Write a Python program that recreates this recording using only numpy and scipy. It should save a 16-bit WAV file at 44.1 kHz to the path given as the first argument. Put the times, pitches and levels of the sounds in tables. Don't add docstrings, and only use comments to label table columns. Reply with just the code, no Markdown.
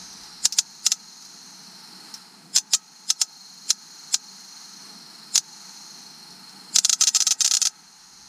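import sys
import numpy as np
from scipy import signal
from scipy.fft import rfft, irfft, next_fast_len
from scipy.io import wavfile
from scipy.ndimage import map_coordinates

SR = 44100
rng = np.random.default_rng(int(sys.argv[2]) if len(sys.argv) > 2 else 0)


def persist_wave(psi):
    counts = np.round(np.clip(psi, -1, 1) * 32767).astype(np.int16)
    wavfile.write(sys.argv[1], SR, np.atleast_2d(counts).T)


N = 365148


def amp(db):
    return 10 ** (np.asarray(db) / 20)


def unit(x):
    return x / np.sqrt(np.mean(x ** 2) + 1e-20)


def along(points, hz):
    freq_hz, value = np.transpose(points)
    return np.interp(np.log(hz + 1), np.log(freq_hz + 1), value)


def curves(rows):
    time_s, *columns = np.transpose(rows)
    return [np.interp(np.arange(N) / SR, time_s, column) for column in columns]


def wobble(rate):
    knots = rng.standard_normal(int(N * rate / SR) + 4)
    return map_coordinates(knots, [np.arange(N) * rate / SR])


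def filtered(x, response):
    n = x.shape[-1]
    padded = next_fast_len(n + SR // 4)
    spectrum = rfft(x, padded) * response(np.fft.rfftfreq(padded, 1 / SR))
    return irfft(spectrum, padded)[..., :n]


def noise(spectrum):
    return unit(filtered(rng.standard_normal(N), lambda hz: amp(along(spectrum, hz))))


def pulse(spectrum, size=4096):
    cepstrum = irfft(np.log(amp(along(spectrum, np.fft.rfftfreq(size, 1 / SR)))))
    cepstrum[1:size // 2] *= 2
    cepstrum[size // 2 + 1:] = 0
    wave = irfft(np.exp(rfft(cepstrum)))
    return wave / np.abs(wave).max()


def add(track, s, sound):
    part = track[max(round(s * SR), 0):][:len(sound)]
    part += sound[:len(part)]


def lagged(x, seconds):
    keep = np.exp(-1 / (seconds * SR))
    return signal.lfilter([1 - keep], [1, -keep], x)


FIRING_TIMES = [0.4548, 0.4601, 0.5865, 0.865, 0.9185, 2.5621, 2.568, 2.5762, 2.5842, 2.7347, 3.1026,
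                3.2154, 3.7047, 4.1432, 4.1482, 5.3571, 5.378, 6.76, 6.7855, 6.8481, 6.8951, 6.9289, 7.0105,
                7.0371, 7.0715, 7.084, 7.09, 7.1485, 7.1677, 7.204, 7.222, 7.2684, 7.3084, 7.322, 7.407,
                7.446, 7.4616, 7.4772, 7.512, 7.5376, 7.55, 7.5696, 7.617, 7.653, 7.671]
# [freq_hz, level_db (per Hz)]
SNAP_COLOUR = [(60, -72), (150, -25), (400, -43), (750, -21), (1050, -19), (1400, -13.5), (2000, -17.5),
               (3200, -9), (4200, -3), (6000, 3), (7000, -1), (8200, -14), (10500, -18.5), (15000, -23)]


def sparks(spark_db=2.5, recharge_s=.0057, restrike_db=-3.5, scatter_db=1.75):
    track, snap = np.zeros(N), pulse(SNAP_COLOUR)
    for s in FIRING_TIMES:
        pause = since_firing(s)
        first = amp(spark_db) * (1 - np.exp(-pause / recharge_s))
        restrikes = amp(restrike_db + scatter_db * rng.standard_normal(size=32))
        strike = in_bay(snap, ring_db=-3, echo_db=-7.5)
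        for k, moment in enumerate(train(s)):
            strength = first * (restrikes[k] if k else 1)
            add(track, moment, strength * strike)
        swell = lead_in(pause)
        add(track, s - len(swell) / SR, first * swell)
    return track


def train(s, first_gap=.00115, last_gap=.00162, settle=2.3, pause_per_strike_s=.0055,
          rest_strikes=5, run_strikes=11, run_firings=4, run_window_s=.25):
    firings = np.array(FIRING_TIMES)
    recent = np.sum((firings < s) & (firings > s - run_window_s))
    most = run_strikes if recent >= run_firings else rest_strikes
    k = np.arange(min(np.ceil(since_firing(s) / pause_per_strike_s), most))
    gaps = last_gap + (first_gap - last_gap) * np.exp(-k / settle)
    ends = s + np.cumsum(gaps)
    next_firing = firings[firings > s].min(initial=np.inf)
    return (ends - gaps)[(k == 0) | (ends < next_firing)]


def since_firing(t, opening_pause_s=.56):
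    starts = np.sort(np.append(FIRING_TIMES, -opening_pause_s))
    return t - starts[np.searchsorted(starts, t) - 1]


# [freq_hz, width_hz (before a floor), level_db (relative, before random scatter)]
BAY_MODES = [(1298, 39, -16), (2830, 160, -50), (3245, 180, -11.5), (4105, 98, 6), (4360, 99, -32),
             (4897, 71, 0.5), (4930, 31, -2), (5430, 87, -21), (5650, 72, -6), (6290, 120, 6),
             (6340, 29, 8.5), (6810, 110, 11.5), (7340, 33, -20), (6750, 130, -29), (7440, 77, 9.5),
             (8100, 93, 1.5), (8530, 28, -5.5), (9420, 56, -4.5), (9770, 27, -9)]
# [freq_hz, t60_s]
HOOD_DECAY = [(500, 0.075), (1500, 0.056), (3500, 0.059), (6500, 0.088), (14000, 0.081)]
# [delay_s, level_db]
NEAR_REFLECTIONS = [(.00033, -22), (.00098, -25.5), (.0016, -36)]


def in_bay(snap, ring_db, echo_db):
    t = np.arange(len(snap)) / SR
    ring = np.zeros(len(t))
    for (hz, width, db), own_db in zip(BAY_MODES, rng.normal(0, 2, len(BAY_MODES))):
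        damping = np.pi * max(width, 45)
        tone = np.sin(2 * np.pi * (hz * t + rng.random()))
        ring += amp(db + own_db) * np.exp(-damping * t) * tone
    hz, age, bands = signal.stft(rng.standard_normal(len(t)), SR, nperseg=128)
    fade = amp(-60 * age / along(HOOD_DECAY, hz)[:, None])
    scatter = signal.istft(bands * fade, SR, nperseg=128)[1]
    echo = signal.fftconvolve(snap, scatter)[:len(t)]
    arrive = 1 - np.exp(-t / 0.00018)
    direct = snap.copy()
    for delay, db in NEAR_REFLECTIONS:
        add(direct, delay, amp(db) * snap)
    body = amp(ring_db) * unit(ring * arrive) + amp(echo_db) * unit(echo * arrive)
    return direct + np.std(snap) * body


# [freq_hz, width_hz, level_db (relative to each other)]
PANEL_MODES = [(810, 1.9, -5.5), (926, 8.8, 5.5), (1285, 4.8, -0.5), (1580, 12, -1), (1900, 2.7, 4)]


def panels(x, ring_db=-2):
    def ring(f):
        return sum(amp(db) * 1j * f * width / (hz ** 2 - f ** 2 + 1j * f * width)
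                   for hz, width, db in PANEL_MODES)
    return x + amp(ring_db) * filtered(x, ring)


# [freq_hz, level_db (per Hz)]
LEAD_IN_COLOUR = [(1200, -25), (2900, -15.5), (3400, -11), (4200, -10.5), (4900, 0), (5200, 5.5),
                  (5600, -16), (6500, -7), (7100, 5.5), (7600, 1), (8700, -9.5), (9400, -7), (11000, -13.5),
                  (15000, -39)]


def lead_in(pause, level_db=-28.5, extra_db=9.5, build_s=.15, t60=0.063, uneven_db=4, size=2048):
    knots = np.linspace(0, SR / 2, num=80)
    colour = uneven_db * rng.standard_normal(len(knots))
    thin = filtered(rng.standard_normal(size),
                    lambda hz: amp(along(LEAD_IN_COLOUR, hz) + np.interp(hz, knots, colour)))
    to_go = np.arange(size)[::-1] / SR
    gain = amp(level_db + extra_db * (1 - np.exp(-pause / build_s)))
    return gain * unit(thin) * amp(-60 * to_go / t60)


# [start_s, level_db (before the shared trim)]
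TICK_EVENTS = [(0.1283, -35), (0.2344, -32), (0.5238, -13), (1.2231, -32), (1.25, -30), (2.14, -22.5),
               (2.1644, -39), (6.304, -36), (6.324, -39), (6.4934, -36.5)]


def ticks(tick_db=-4):
    track, snap = np.zeros(N), pulse([(800, -23), (3000, -7), (5500, 13.0), (8500, -8.5), (15000, -10)])
    for s, db in TICK_EVENTS:
        add(track, s, amp(db + tick_db) * in_bay(snap, ring_db=-12, echo_db=13.5))
    return track


# [freq_hz, level_db (per Hz)]
WHINE_COLOUR = [(3500, -62), (3950, 0), (4130, -17), (4230, 13), (4300, -25), (4360, 14), (4480, -29),
                (4900, -18)]


def pump(level_db, whine_hz=4235, swing_hz=30, jitter_hz=45, throb_hz=24.13, depth=0.46, fuzz_db=-2):
    turn_hz = throb_hz * (1 + 0.0098 * wobble(2.23))
    throb = np.sin(2 * np.pi * np.cumsum(turn_hz) / SR)
    pitch_hz = whine_hz + swing_hz * throb + jitter_hz * wobble(300)
    tone = unit(np.sin(2 * np.pi * np.cumsum(pitch_hz) / SR))
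    whine = tone + amp(fuzz_db) * noise(WHINE_COLOUR)
    return amp(level_db) * unit(whine * (1 + depth * throb))


# [freq_hz, level_db (per Hz)]
HISS_COLOUR = [(2500, -38), (3600, -12), (4100, 4), (4400, 1), (4750, 2.5), (5300, 1.5), (6000, 4),
               (6700, 5), (7500, -14), (9000, -55)]


def hiss(level_db, steepness=28, open_hz=7500, sunk_hz=5540, hold_s=.65, fall_s=.13):
    hz, t, bands = signal.stft(noise(HISS_COLOUR), SR, nperseg=512)
    sunk = 1 / (1 + np.exp((hold_s - since_firing(t)) / fall_s))
    edge_hz = open_hz + (sunk_hz - open_hz) * sunk
    lowpass = 1 / np.sqrt(1 + (hz[:, None] / edge_hz) ** (2 * steepness))
    return amp(level_db) * signal.istft(bands * lowpass, SR, nperseg=512)[1][:N]


# [freq_hz, level_db (per Hz)]
AIR_COLOUR = [(300, -22), (650, -9.5), (860, 6.5), (1060, -2), (1300, 3), (1650, -1), (2300, -4.5),
              (3300, -7), (4500, -15.5), (6500, -1), (7500, -7.5), (9000, -6), (12700, -14), (15000, -29)]


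def air(level_db):
    flutter_db = .7 * wobble(8)
    return amp(level_db + flutter_db) * noise(AIR_COLOUR)


def hush(dip_db=-6, recovery=0.062):
    pause = since_firing(np.arange(N) / SR)
    return amp(dip_db * np.exp(-(pause / recovery) ** 2))


# [freq_hz, level_db (relative)]
YARD_COLOUR = [(500, -16), (720, -5.5), (860, 13.5), (1020, -4), (1300, -5), (1650, -2.5), (2500, -13),
               (4000, -26), (8000, -35)]


def yard(x, wet_db=-13, t60=1.0, delay=.02):
    t = np.arange(SR) / SR
    tail = rng.standard_normal(len(t)) * amp(-60 * t / t60) * (1 - np.exp(-(t / delay) ** 2))
    tail = filtered(tail / np.linalg.norm(tail), lambda hz: amp(along(YARD_COLOUR, hz)))
    return amp(wet_db) * signal.fftconvolve(x, tail)[:N]


# [freq_hz, level_db (per Hz)]
MURMUR_COLOUR = [(20, -30), (90, -38), (125, -18), (150, -1.5), (172, -4), (190, 3), (215, -1.5),
                 (320, -8.5), (480, -14.5), (700, -12), (1500, -81)]
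# [time_s, level_db]
MURMUR_FADER = [(0, -55.5), (1.4, -54.5), (2.5, -55), (3.1, -59), (4.4, -53.5), (6.4, -54.5), (7.1, -54),
                (7.75, -59), (8.28, -59)]


def murmur():
    level_db = curves(MURMUR_FADER)[0] + 1.75 * wobble(6)
    return amp(level_db) * noise(MURMUR_COLOUR)


# [time_s, level_db]
HANDLING_FADER = [(0, -47), (1.1, -62), (2.2, -68), (2.8, -78), (5.9, -76), (6.15, -59), (7.4, -69),
                  (8.28, -47)]


def rumble():
    deep = noise([(20, -7), (45, 3), (80, -1), (130, -15), (400, -72)])
    return amp(curves(HANDLING_FADER)[0]) * deep


def ears(centre, split_hz=11300, left_db=-3, right_db=1, lag=.000017, leak=0.0053, apart_db=-7, top_hiss_db=-69):
    def apart(hz):
        return leak + (1 - leak) / (1 + (split_hz / (hz + 1)) ** 30)

    def port(db, delay):
        return filtered(centre, lambda hz: amp(db * apart(hz)) * np.exp(-2j * np.pi * hz * delay * apart(hz)))

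    scatter = rng.standard_normal(size=256)
    blur = filtered(signal.fftconvolve(centre, scatter / np.linalg.norm(scatter))[:N], apart)
    top_hiss = noise([(9000, -40), (11000, -33), (12500, -6), (15000, 14)])
    side = amp(apart_db) * blur + amp(top_hiss_db) * top_hiss
    return np.array([port(left_db, lag / 2) + side, port(right_db, -lag / 2) - side])


# [time_s, pump_level_db, hiss_level_db, air_level_db]
STEADY_DRIFT = [(0.15, -55, -42, -49), (0.7, -46, -44, -50.5), (2.1, -49, -45, -49.5),
                (2.5, -58.5, -53.5, -54.5), (3.2, -46.5, -46, -53), (4.4, -45.5, -44, -50),
                (5.2, -49, -45.5, -51), (5.7, -44.5, -42.5, -49), (6.5, -49.5, -48, -50.5),
                (7.85, -51, -48.5, -50), (8.28, -52, -45, -51.5)]


def scene():
    pump_db, hiss_db, air_db = curves(STEADY_DRIFT)
    snaps = sparks()
    treble = hush() * (pump(pump_db) + hiss(hiss_db) + air(air_db))
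    return ears(panels(snaps) + yard(snaps) + ticks() + treble + murmur() + rumble())


def gain_control(x, threshold_db=-35, slope=.31, attack_s=.01, memory_s=.27):
    power = lagged(np.mean(x ** 2, axis=0), memory_s)
    over_db = 10 * np.log10(1 + power / amp(threshold_db) ** 2)
    return x * amp(-slope * lagged(over_db, attack_s))


def record(dry, notch_hz=575, notch_width_hz=60, notch_db=-15, bass_hz=115, bass_db=-18, top_hz=15500):
    def tone_db(hz):
        notch = notch_db * np.exp(-((hz - notch_hz) / notch_width_hz) ** 2)
        shelf = bass_db / (1 + (hz / bass_hz) ** 10)
        return notch + shelf

    clipped = np.clip(gain_control(dry), -1, 1)
    coloured = filtered(clipped, lambda hz: amp(tone_db(hz)))
    return filtered(coloured, lambda hz: hz < top_hz)


dry = scene()
out = record(dry)
persist_wave(out)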